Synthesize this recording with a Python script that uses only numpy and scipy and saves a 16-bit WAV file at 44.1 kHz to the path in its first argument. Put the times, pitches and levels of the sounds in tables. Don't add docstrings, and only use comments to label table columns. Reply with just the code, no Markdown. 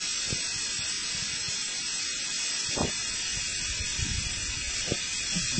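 import sys
import numpy as np
from scipy import signal
from scipy.io import wavfile
from scipy.ndimage import uniform_filter1d

SR = 44100
rng = np.random.default_rng(int(sys.argv[2]) if len(sys.argv) > 2 else 0)


def boost(x):
    u = np.asarray(x, float) / 20
    return 10 ** u


def wav_out(sig):
    wavfile.write(sys.argv[1], SR, np.round(np.clip(np.atleast_2d(sig).T, -1, 1) * 32767).astype(np.int16))


N = 246519


def evened(x):
    return x / np.sqrt(np.mean(x ** 2) + 1e-20)


def read(points, hz):
    f, value = np.transpose(points)
    return np.interp(np.log(hz + 1), np.log(f + 1), value)


def over_time(table):
    s, level_db = np.transpose(table)
    return boost(np.interp(np.arange(N) / SR, s, level_db))


def fluctuation(count, size):
    return evened(uniform_filter1d(rng.standard_normal(count), size=size))


def noise(field_db, size=1024):
    t = np.arange(4 * N // size + 5) * size / 4 / SR
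    hz = np.fft.rfftfreq(size, 1 / SR)
    real, imaginary = rng.standard_normal((2, len(hz), len(t)))
    lines = (real + 1j * imaginary) * boost(field_db(hz, t))
    _, sound = signal.istft(lines, nperseg=size, noverlap=size - size // 4)
    return evened(sound[:N])


def jet(patchy_db=0.5, sputter_db=-0.01, waver_db=0.78, trim_db=0.34):
    # t/s, level/dB
    jet_pressure = [(0.0, -30), (0.35, -31.5), (0.7, -32), (1.0, -32), (1.25, -32.5), (1.482, -32),
                    (1.509, -31.5), (1.79, -34), (1.978, -31), (2.267, -33.5), (2.441, -30.5), (3.109, -33),
                    (3.221, -32), (4.589, -33.5), (4.66, -34.5), (4.789, -30.5), (4.921, -33), (5.59, -30)]
    # f/Hz, density/dB
    jet_colour = [(120, -38), (350, -26), (700, -17.5), (1100, -15.5), (1600, -8.5), (2500, -4.5),
                  (4000, -4.5), (5700, -1), (7000, -6), (8000, 0), (9000, -31.5)]
    # f/Hz, width/Hz, level at the start/dB, level at the end/dB
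    echo_comb = [(478, 120, -0.5, -6), (653, 53, -6.5, -4), (817.6, 110, -4, -6.5),
                 (1119.7, 100, -6.5, -5.5), (1408, 90, -0.5, -4), (1782, 120, -4, 0), (2155, 100, -7.5, -3),
                 (2370, 70, -7.5, 2.5), (2529, 110, 4.5, 7), (2834, 90, -2, 2.5), (3088, 170, -8.5, -8),
                 (3368, 110, 2.5, 3.5), (3815, 47, -2, -20), (3931, 160, -6, -6), (4070, 60, 1, -5.5),
                 (4283, 73, 3.5, -0.5), (4570, 66, -2.5, -5), (4840, 57, -6, -11.5), (5127, 150, 4.5, 3.5),
                 (5187, 43, -2.5, -3.5), (5310, 150, -3.5, -3.5), (5660, 170, 2.5, 1), (5920, 110, 2, 3.5),
                 (6010, 190, -5.5, 0.5), (6230, 110, 0.5, -0.5), (6190, 57, 5.5, -2), (6330, 79, -2, -0.5),
                 (6260, 120, 0.5, 2.5), (6438, 230, -1.5, -5), (6676, 87, 2, 3.5), (6860, 83, -9, -7),
                 (6970, 86, 5, 3.5), (6990, 78, -5.5, -1.5), (7120, 40, -3.5, 5.5), (7297, 120, -4, -7.5),
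                 (7510, 100, 5, 2), (7690, 60, 0, -2.5), (7540, 64, -5, -0.5), (7780, 160, 1.5, -2.5)]
    body_follows, fizz_follows = 0.27, 0.75
    s, level_db = np.transpose(jet_pressure)

    def field_db(hz, t):
        drift = np.clip((t - 1.9) / 1.5, 0, 1)
        comb = 0
        for f, width, first_db, last_db in echo_comb:
            bump = np.exp(-(2 * (hz - f) / width) ** 2)
            comb = comb + np.outer(bump, first_db + (last_db - first_db) * drift)

        change_db = np.interp(t, s, level_db - level_db.mean())
        body = 1 / (1 + (hz / 3000) ** 8)
        fizz = 1 / (1 + (6500 / (hz + 1)) ** 16)
        steadier = np.outer((body_follows - 1) * body + (fizz_follows - 1) * fizz, change_db)

        waver = np.outer(fizz, fluctuation(len(t), 8))
        chance = rng.standard_normal((len(hz), len(t)))
        across_pitch = uniform_filter1d(chance, size=10, axis=0)
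        patches = evened(uniform_filter1d(across_pitch, size=14, axis=1))
        sputter = fluctuation(len(t), 4)
        unsteady = waver_db * waver + patchy_db * patches + sputter_db * sputter
        return read(jet_colour, hz)[:, None] + comb + steadier + unsteady

    return over_time(jet_pressure) * boost(trim_db) * noise(field_db, size=2048)


def yard():
    # f/Hz, density/dB
    yard_colour = [(25, -5), (55, -5), (90, -13), (130, -3), (220, -1.5), (450, -7.5), (900, -15),
                   (1300, -37.5)]
    return boost(-52.5) * noise(lambda hz, t: read(yard_colour, hz)[:, None])


def wind(lumpy_db=2.5):
    # t/s, level/dB
    gusts = [(0.0, -63.5), (0.53, -57.5), (1.38, -57.5), (1.6, -65), (2.57, -62.5), (3.1, -51.5),
             (3.6, -44.5), (4.1, -41.5), (4.7, -47), (5.0, -53.5), (5.59, -41)]
    # f/Hz, density/dB
    wind_colour = [(15, -2), (35, 0.5), (55, 5.5), (100, -5.5), (200, -15.5), (400, -22.5), (900, -48)]

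    def field_db(hz, t):
        return read(wind_colour, hz)[:, None] + lumpy_db * fluctuation(len(t), 5)

    return over_time(gusts) * noise(field_db)


def add(mix, s, db, hz, rise_s, t60_s, direction):
    near = slice(round((s - .05) * SR), round((s + .15) * SR))
    u = (np.arange(N) / SR)[near] - s
    rise = np.exp(-(u / rise_s) ** 2 / 2)
    decay = boost(-60 * u / t60_s)
    shape = np.where(u < 0, rise, decay)
    mix[near] += np.sign(direction) * boost(db) * shape * np.cos(2 * np.pi * hz * u)


def knocks():
    # crest t/s, crest level/dB, f/Hz, push direction/sign
    finger_knocks = [(0.3070, -36, 397, 1), (0.3270, -22, 348, -1), (0.3303, -21.5, 114, 1),
                     (2.770, -32, 296, -1), (2.7716, -29, 300, 1), (2.7856, -29.5, 520, 1),
                     (2.7915, -33, 330, 1), (2.8074, -28, 330, -1), (2.8100, -21.5, 200.7, 1),
                     (2.8115, -17, 355, -1), (2.8163, -29.5, 1150, -1), (2.8163, -14, 677, -1),
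                     (2.8245, -22, 218.6, -1), (2.8287, -28, 788, 1), (2.8311, -23.5, 329, -1),
                     (2.833, -28.5, 925, 1), (2.8341, -22.5, 97.3, 1), (2.8361, -26.5, 400, 1),
                     (2.837, -24.5, 301, -1), (2.8425, -22, 380, -1), (2.8463, -25, 130, 1),
                     (2.8485, -23.5, 451, 1), (2.8489, -27.5, 603, -1), (2.85, -24, 240, -1),
                     (2.853, -19.5, 310, 1), (4.8774, -35, 250, 1), (4.8877, -31, 497, -1),
                     (4.8926, -33.5, 200, -1), (4.9132, -26, 480, 1), (4.921, -14, 409.7, -1),
                     (4.9203, -24.5, 850, -1), (4.9232, -19.5, 123, 1), (5.450, -28.5, 106.5, 1),
                     (5.5818, -23.5, 292, 1), (5.5843, -20.5, 167.7, -1), (5.5905, -25, 149.2, -1)]
    rise_turns, ring_turns = 0.34, 2.1
    out = np.zeros(N)
    for s, db, hz, direction in finger_knocks:
        add(out, s, db, hz, rise_turns / hz, ring_turns / hz, direction)
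    return out


def rings():
    # crest t/s, crest level/dB, f/Hz, t60/ms
    ringing_taps = [
        (0.307, -40, 377, 20),
        (2.779, -31, 621, 50),
        (2.8030, -31, 840, 20),
        (2.816, -22, 686, 22),
        (4.055, -33.5, 250, 20),
        (5.359, -37, 325, 12),
        (5.363, -40.5, 801, 11),
        (5.3655, -28.5, 191.3, 15),
        (5.3706, -22, 171.6, 120),
        (5.5845, -40, 418, 30),
    ]
    rise_turns = .7
    out = np.zeros(N)
    for s, db, hz, t60_ms in ringing_taps:
        add(out, s, db, hz, rise_turns / hz, t60_ms / 1000, 1)
    return out


def bumps():
    # crest t/s, crest level/dB, f/Hz
    housing_bumps = [(0.566, -33.5, 114.6), (0.795, -33.5, 113.7), (1.151, -31, 134.4), (1.228, -30.5, 133),
                     (1.3375, -36, 123), (1.418, -38, 131), (1.488, -32.5, 126), (2.692, -36, 116),
                     (3.376, -32, 115), (3.533, -42, 78.3), (3.712, -32, 57.6), (3.811, -23.5, 80.2),
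                     (3.998, -29, 61.3), (4.029, -21, 95.6), (4.067, -26, 195.6), (4.091, -31.5, 133),
                     (4.099, -32.5, 167.6), (4.120, -27.5, 81), (4.136, -36, 151), (4.221, -33, 165.7),
                     (4.294, -34, 189), (4.156, -26.5, 68.6), (4.1885, -24, 100), (4.27, -28.5, 113),
                     (4.388, -40, 90.5), (4.438, -33.5, 68), (4.498, -31, 55), (4.576, -30, 100.5),
                     (4.685, -29.5, 58.6)]
    rise_turns, ring_turns = .48, 3.2
    out = np.zeros(N)
    for s, db, hz in housing_bumps:
        add(out, s, db, hz, rise_turns / hz, ring_turns / hz, -1)
    return out


def rubs(grain_db=10.0):
    # start t/s, length/s, level/dB
    rub_strokes = [
        (2.764, 0.043, -42),
        (4.864, 0.049, -50),
        (5.335, 0.037, -52),
    ]
    # f/Hz, density/dB
    rub_colour = [(60, -24), (250, 0), (600, -0.5), (1100, -13), (1600, -19), (3000, -45)]
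    t = np.arange(N) / SR
    stroke = np.zeros(N)
    for s, length, db in rub_strokes:
        stroke += boost(db) * np.sin(np.pi * np.clip((t - s) / length, 0, 1))
    grain = boost(grain_db * fluctuation(N, 120))
    return stroke * grain * noise(lambda hz, t: read(rub_colour, hz)[:, None])


def scene():
    mix = jet() + yard() + wind() + knocks() + rings() + bumps() + rubs()
    return mix[None]


def coarse_step(lines, band_widths):
    # f/Hz, step/dB
    step_over_band = [(50, 1.5), (250, 2.5), (500, 4.5), (900, 7.5), (1400, 8), (2200, 8.5), (4000, 10),
                      (7900, 10)]
    mask_db_per_band, mask_most_db = 1.6, 5.0
    least_step_db, block_swing_db, band_swing_db = -33.6, 1.2, 0.8
    starts, band = np.cumsum(band_widths) - band_widths, np.arange(len(band_widths))
    power = np.add.reduceat(lines ** 2, starts, axis=1) / band_widths
    centre_hz = (starts + band_widths / 2) * 8000 / lines.shape[1]
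    wanted_db = 10 * np.log10(power + 1e-14) + read(step_over_band, centre_hz)

    distance = abs(band[:, None] - band)
    masked_db = (wanted_db[:, None] - mask_db_per_band * distance).max(axis=2)
    masked_db = np.minimum(masked_db, wanted_db + mask_most_db)

    chance = rng.standard_normal((len(lines), len(band) + 1))
    least_db = least_step_db + block_swing_db * np.clip(chance[:, :1], -2, 1.3)
    swing = evened(uniform_filter1d(chance[:, 1:], size=3, axis=1))
    step_db = np.maximum(masked_db, least_db) + band_swing_db * swing
    return np.repeat(2 ** (np.round(step_db / 1.505) / 4), band_widths, axis=1)


def glitter(x):
    band_widths = np.repeat([8, 12, 16, 20, 24, 28, 32, 36, 40, 44, 48, 52, 56, 60, 64],
                   [11, 9, 4, 3, 2, 2, 1, 1, 2, 1, 1, 1, 1, 1, 3])
    block, block_start = 1024, 772
    whole = np.pad(x, (0, -N % 441))
    low = signal.resample(whole, len(whole) // 441 * 160)
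    low = np.pad(low, (block - block_start, 2 * block))

    n, k = np.arange(2 * block), np.arange(block)
    basis = np.cos(np.pi / block * np.outer(n + .5 + block / 2, k + .5)) * np.sqrt(2 / block)
    basis *= signal.windows.kaiser_bessel_derived(2 * block, 4 * np.pi)[:, None]
    at = np.arange(0, len(low) - 2 * block, block)[:, None] + n
    lines = low[at] @ basis

    step = coarse_step(lines, band_widths)
    rounded = step * np.round(lines / step)
    out = np.zeros(len(low))
    np.add.at(out, at, rounded @ basis.T)
    return out[block - block_start:]


def widen(low):
    soft = signal.firwin(441 * 40 + 1, 8150.0, window=("kaiser", 9.0), fs=441 * 16000)
    delayed = np.pad(soft, (441, 0))
    return signal.resample_poly(low, 441, 160, window=delayed)[:N]


def top_cut(x):
    return signal.sosfilt(signal.butter(12, 9060, fs=SR, output="sos"), x)


def record(dry):
    wide = widen(glitter(dry[0]))
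    return top_cut(wide[None])


dry = scene()
out = record(dry)
wav_out(out)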